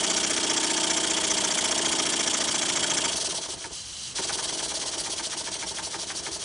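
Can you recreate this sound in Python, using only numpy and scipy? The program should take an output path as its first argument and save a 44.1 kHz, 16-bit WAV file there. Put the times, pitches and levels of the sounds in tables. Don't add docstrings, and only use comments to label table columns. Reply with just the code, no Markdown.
import sys
import numpy as np
from scipy import signal
from scipy.fft import rfft, irfft, next_fast_len
from scipy.io import wavfile
from scipy.ndimage import uniform_filter1d, map_coordinates

SR = 44100
rng = np.random.default_rng(int(sys.argv[2]) if len(sys.argv) > 2 else 0)


def volts(x):
    e = np.asarray(x, float) / 20
    return 10 ** e


def pcm_store(signal):
    levels = np.round(np.clip(np.atleast_2d(signal), -1, 1) * 32767)
    wavfile.write(sys.argv[1], SR, levels.astype(np.int16).T)


N = 284004


def unit(x):
    return x / np.sqrt(np.mean(x ** 2) + 1e-20)


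def along(points, hz):
    f, v = np.transpose(points)
    return np.interp(np.log(hz + 1), np.log(f + 1), v)


def curves(rows):
    s, *cols = np.transpose(rows)
    return [np.interp(np.arange(N) / SR, s, c) for c in cols]


def wobble(rate):
    knots = rng.standard_normal(int(N * rate / SR) + 4)
    return map_coordinates(knots, [np.arange(N) * rate / SR])


def filtered(x, response):
    m = next_fast_len(N + SR // 2)
    return irfft(rfft(x, m) * response(np.fft.rfftfreq(m, 1 / SR)), m)[..., :N]


def causal(gain):
    c = irfft(np.log(gain + 1e-6))
    c[1:len(c) // 2] *= 2
    c[len(c) // 2 + 1:] = 0
    return np.exp(rfft(c))[:len(gain)]


def unit_gain(response):
    return np.sqrt(np.mean(abs(response(np.linspace(1, SR / 2, num=2000))) ** 2))


def mode(f, hz, width):
    return 1j * f * width / (hz * hz - f * f + 1j * f * width)


def ringing(part):
    ring = lambda f: sum((-1) ** j * volts(db) * mode(f, hz, w) for j, (hz, w, db) in enumerate(part))
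    return lambda f: ring(f) / unit_gain(ring)


# frequency [Hz], level [dB per Hz].
ROOM_TONE = [(15, -66), (30, -22), (40, -8.5), (58, -4.5), (129, -8.5), (212, -14.5), (495, -19.5),
             (1090, -19), (2500, -21), (5500, -55), (10000, -44.5)]


def room_tone():
    apart = .45
    noise = rng.standard_normal(N) + apart * rng.standard_normal((2, N))
    pair = filtered(noise, lambda f: volts(along(ROOM_TONE, f)))
    drift_db = .7 * wobble(3)
    return volts(-48.5 + drift_db) * unit(pair) * volts([[-1.2], [1.2]])


# frequency [Hz], time to die by 60 dB [s].
WALL_DECAY = [(150, 0.51), (1000, 0.43), (4000, 0.031), (10000, 0.1)]


def workshop(x):
    hz, t, z = signal.stft(rng.standard_normal((2, SR // 2)), SR, nperseg=256)
    decay = volts(-60 * t / along(WALL_DECAY, hz)[:, None])
    tail = signal.istft(z * decay, SR, nperseg=256)[1]
    delayed = np.pad(x, (300, 0))
    return signal.fftconvolve(delayed[None], tail / np.linalg.norm(tail[0]), axes=1)[:, :N]


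# mode frequency [Hz], width [Hz], level [dB].
BASE_MODES = [(170, 99, -4.5), (223.7, 65, -3.5), (329.7, 32.4, -0.5), (354.8, 14.7, 2), (389, 69, -2)]
FRAME_MODES = [(608, 93, 0.83), (659, 76, 4.4)]
POST_MODES = [(796, 64, -5.5), (906.6, 38, 1.5), (1028, 104, -7)]
PIN_MODES = [(1213, 96, -3.5), (1494, 117, -2.5), (1706, 200, -3.5), (2283, 330, -5), (2653, 130, -16.5)]
SPRING_MODES = [(3252, 250, 0)]
HUM_ORDERS = [12, 14, 16, 17, 18, 19, 21, 22, 23, 25, 27, 29, 41, 43, 44, 46, 61, 65]
HUM_DB = [-47, -44, -44, -44, -45, -46, -40, -49, -45, -47, -48, -45, -55, -54, -56, -55, -57, -57]


def table_hum(turns, speed):
    hum = 0
    for order, db in zip(HUM_ORDERS, HUM_DB):
        lag = .83 * order + .15 * rng.standard_normal() + .025 * wobble(8)
        hum = hum + volts(db + wobble(2.3)) * np.cos(2 * np.pi * (order * turns - lag))
    modes = BASE_MODES + FRAME_MODES + POST_MODES
    stand = lambda f: np.sqrt(sum(abs(volts(db) * mode(f, hz, w)) ** 2 for hz, w, db in modes))
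    hum_from, hum_full = 11.5, 15.2
    shake = np.clip((speed - hum_from) / (hum_full - hum_from), 0, 1)
    return volts(1.0) * filtered(shake * hum, stand)


# start [s], peak level [dB].
BIG_END_CLACKS = [(3.641, -28.5), (4.184, -23.5), (4.293, -23.5), (4.385, -26), (4.489, -31),
                  (4.599, -29.5), (4.711, -30.5), (4.824, -30.5), (4.936, -32), (5.061, -28), (5.193, -28),
                  (5.329, -27), (5.472, -27.5), (5.624, -25.5), (5.784, -25.5), (5.941, -25),
                  (6.101, -25.5), (6.264, -26)]


def big_end():
    u = np.arange(round(.06 * SR)) / SR / .006
    # part, delay in seconds, level in dB, whether it takes the varying low thud
    path = [(PIN_MODES, 0, -1, False), (POST_MODES, .001, -4, False),
            (FRAME_MODES, .003, -8, True), (BASE_MODES, .006, 2.5, True)]
    sound = 0
    for part, late, part_db, thud in path:
        force = np.zeros(N + SR)
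        for s, db in BIG_END_CLACKS:
            thud_db = -12 + 4 * rng.standard_normal()
            scrape = 0.82 * u * np.exp(1 - u) * rng.standard_normal(len(u))
            scrape[60] += 14
            force[round((s + late) * SR):][:len(u)] += volts(db + thud * thud_db + part_db) * scrape
        sound = sound + filtered(force[:N], ringing(part))
    return volts(-8.5) * sound


# crank position [turns], length [turns],
# then the level into base, frame, post, pins and spring [dB].
FAST_CONTACTS = [
    (.13, 0.19, -13.5, -20, -16, -11.5, -16.5),
    (.33, 0.079, -20, -8.5, -12.5, -14.5, -7),
    (.47, 0.12, -11, -16.5, -9.5, -18, -19),
    (.6, 0.2, -13, -13, -17, -7.5, -10.5),
    (.78, 0.1, -18, -15, -9.5, -5.5, -4),
    (.91, 0.065, -3, -25.5, -7, -13, -17),
]
SLOW_CONTACTS = [
    (.05, .07, -3, -10, -6, -17, -16),
    (.33, .07, -5, -6, -8, -15, -11),
    (.5, .09, -6, -13, -15, -20, -18),
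    (.72, .08, -9, -14, -15, -10, -3),
    (.88, .07, -3, -9, -9, -16, -8),
]
WORN_SHARE = [.93, .88, .8, .2, .1]
FULL_SPEED = 15


def linkage(turns, speed, slow):
    late = round(.045 * SR)
    felt_speed = np.pad(speed, (late, 0), 'edge')[:N]
    link_db = -34.5 - 2.5 * slow + 5.5 * np.log2(felt_speed / FULL_SPEED)
    angle = turns % 1
    bump_count, wear_turns = 700, 7
    sound = 0
    for k, part in enumerate([BASE_MODES, FRAME_MODES, POST_MODES, PIN_MODES, SPRING_MODES]):
        force = 0
        for contacts, pace in ((FAST_CONTACTS, ~slow), (SLOW_CONTACTS, slow)):
            for row in contacts:
                away = ((angle - row[0] + .5) % 1 - .5) / row[1]
                away = np.where(away < 0, 2.55 * away, away)
                turn_number = np.round(turns - row[0]).astype(int) + 1
                slack_db = 0.67 * rng.standard_normal(100)[turn_number]
                force = force + pace * volts(row[2 + k] + slack_db) * np.exp(-away ** 2)
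        bumps = rng.standard_normal((30, bump_count))
        surface = map_coordinates(bumps, [turns / wear_turns, np.floor(angle * bump_count)])
        surface = surface * np.sqrt(bump_count * speed / SR)
        fresh = rng.standard_normal(N) * volts(1.01 * wobble(500))
        rubbing = np.sqrt(WORN_SHARE[k]) * surface + np.sqrt(1 - WORN_SHARE[k]) * fresh
        sound = sound + filtered(force * 2.47 * rubbing * volts(link_db), ringing(part))
    return volts(-0.5) * sound


def patchy(depth_db):
    z = signal.stft(rng.standard_normal(N), nperseg=256)[2]
    field = uniform_filter1d(rng.standard_normal(z.shape), size=5, axis=0)
    field = uniform_filter1d(field, size=4, axis=1)
    return unit(signal.istft(z * volts(depth_db * unit(field)), nperseg=256)[1][:N])


# frequency [Hz], level [dB per Hz].
JET_COLOUR = [(100, -41.5), (400, -6), (1000, -10), (2500, -10.5), (2950, -3.5), (4000, -3.5), (5200, -1),
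              (6500, -2), (8000, -6.5), (10000, -1), (12000, -23.5)]
# frequency [Hz], width [Hz], then level over the jet [dB] for the first and
PIPE_MODES = [(2180, 170, -13, 8, -22, -12, -25), (2810, 180, 2.5, 0, -19, -26, 6),
              (3075, 360, 7, 0.5, -0.5, -22, 7.5), (3287, 160, 7.5, 9, 1.5, 2.5, 1),
              (4076, 130, -13, -23, 5, 3, 10), (4490, 49, 4, 3.5, 6.5, 5.5, 6),
              (4700, 60, 1.5, 7.5, 5.5, -5, 8.5), (5590, 124, 3, 11, 3, 1.5, 5),
              (5950, 86, -9, 3, 4.5, 5, 1), (6250, 570, -6, 8, -1, -3.5, 3.5),
              (6820, 180, 4, -4, -9, -9, -9), (7450, 370, 4, 11.5, -17, -13, 0),
              (7760, 98, 11, -5, 7, 6, 8), (8360, 150, 8.5, -18, 4, -9, 3),
              (10030, 230, 6.5, 3, 7.5, 0.5, 6.5)]


def port_pipes(f, k):
    bass_db = [0, 0, -1, -1, -13][k] / (1 + (f / 1500) ** 2)
    peaks = sum(abs(volts(p[2 + k]) * mode(f, *p[:2])) ** 2 for p in PIPE_MODES)
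    return volts(along(JET_COLOUR, f) + bass_db) * np.sqrt(1 + peaks)


# share of stroke [0-1], level at full air [dB], throttled [dB].
PORT_OPENING = [(0, -11.5, -11), (.09, -10.5, -8.5), (.18, -2, -1.5), (.45, 0, 0), (.65, -1.5, -.6),
                (.8, -5.5, -3), (.92, -10, -7.5), (1, -11.5, -11)]
# time [s], jet level [dB].
LEVER_AIR = [(0, -24.5), (1.6, -25), (3.05, -25), (3.25, -25), (3.37, -28.5), (3.45, -30), (3.54, -31),
             (3.6, -35.5), (3.67, -31.5), (3.715, -37), (3.735, -34), (3.84, -40), (4.1, -34), (4.14, -33),
             (4.16, -26), (4.6, -27), (5.2, -29.5), (6.44, -31.5)]
STALL_START, STALL_END = 3.69, 4.14


def exhaust(turns, slow):
    air_db, = curves(LEVER_AIR)
    t = np.arange(N) / SR
    angle = turns % 1
    split = .48
    second = angle >= split
    stroke = np.where(second, (angle - split) / (1 - split), angle / split)
    share, full, throttled = np.transpose(PORT_OPENING)
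    open_db = np.where(slow, np.interp(stroke, share, throttled), np.interp(stroke, share, full))
    stroke_number = (2 * np.floor(turns) + second).astype(int)
    charge_db = 0.32 * rng.standard_normal(200)[stroke_number]
    eddies_db = 0.11 * wobble(300) + 1.04 * wobble(2500)
    second_db = second * np.where(slow, -2.5, 1.5)
    flow = volts(open_db + charge_db + eddies_db + air_db + second_db)
    state = np.where((t > STALL_START) & (t < STALL_END), 4, 2 * slow + second)
    jets = 0
    for k, depth_db in enumerate([0.7, 2.9, 1.9, 0.27, 1.3]):
        pipes = lambda f: port_pipes(f, k)
        hiss = (state == k) * flow * patchy(depth_db)
        jets = jets + filtered(hiss, lambda f: causal(pipes(f))) / unit_gain(pipes)
    return jets


# time [s], speed [turns a second].
SHAFT_SPEED = [(0, 15.05), (1.07, 14.926), (2.67, 14.104), (3.02, 14.017), (3.34, 9.394), (3.36, 6.864),
               (3.41, 7.312), (3.74, 2.317), (3.8, .321), (4.04, .314), (4.14, 3.933), (4.21, 9.505),
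               (4.58, 10.296), (4.62, 8.882), (5.07, 8.101), (5.25, 7.258), (5.74, 6.259), (6.44, 6.035)]
START_TURN = .088
THROTTLED_AT = 3.115


def scene():
    speed, = curves(SHAFT_SPEED)
    turns = START_TURN + np.cumsum(speed) / SR
    slow = np.arange(N) / SR > THROTTLED_AT
    air = exhaust(turns, slow)
    metal = linkage(turns, speed, slow) + big_end() + table_hum(turns, speed)
    metal = filtered(metal, lambda f: 1 / (1 + (130 / (f + 1)) ** 4))
    echo = workshop(volts(-11.0) * air + volts(-17) * metal)
    return air + metal + echo + room_tone()


# frequency [Hz], share of blocks in which the left-right difference survives [0-1].
WIDTH_KEPT = [(400, 1), (900, .7), (3000, .55), (4000, .14), (7000, .2), (9500, .38)]


def broken_width(x):
    mid, side = (x[0] + x[1]) / 2, (x[0] - x[1]) / 2
    hz, t, z = signal.stft(side, SR, nperseg=1024)
    band = (6 * np.log2(1 + hz / 1200)).astype(int)
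    frame = (t / .046).astype(int)
    shape = (band.max() + 1, frame.max() + 1)
    luck = np.where(rng.random(shape) < .5, rng.random(shape[1]), rng.random(shape))
    kept = luck[band][:, frame] < along(WIDTH_KEPT, hz)[:, None]
    side = signal.istft(z * kept, SR, nperseg=1024)[1][:N]
    return np.array([mid + side, mid - side])


def low_pass(x):
    return signal.sosfilt(signal.butter(12, 12750, fs=SR, output="sos"), x)


# frequency [Hz], phase by which left leads [radians].
PORT_LEAD = [(20, 2.5), (55, 1.5), (100, 1.1), (200, .62), (320, .45), (600, .1), (2000, 0)]


def record(dry):
    ports = filtered(dry, lambda f: np.exp(.5j * along(PORT_LEAD, f) * [[1], [-1]]))
    x = filtered(broken_width(ports), lambda f: 1 / (1 + (f / 9900) ** 160))
    present = wobble(18) > -.4
    mirror = x.mean(0) * (-1.) ** np.arange(N) * present * volts(-23.5)
    mirror = filtered(mirror, lambda f: (f > 12050) & (f < 12300))
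    return low_pass(x + mirror)


dry = scene()
out = record(dry)
pcm_store(out)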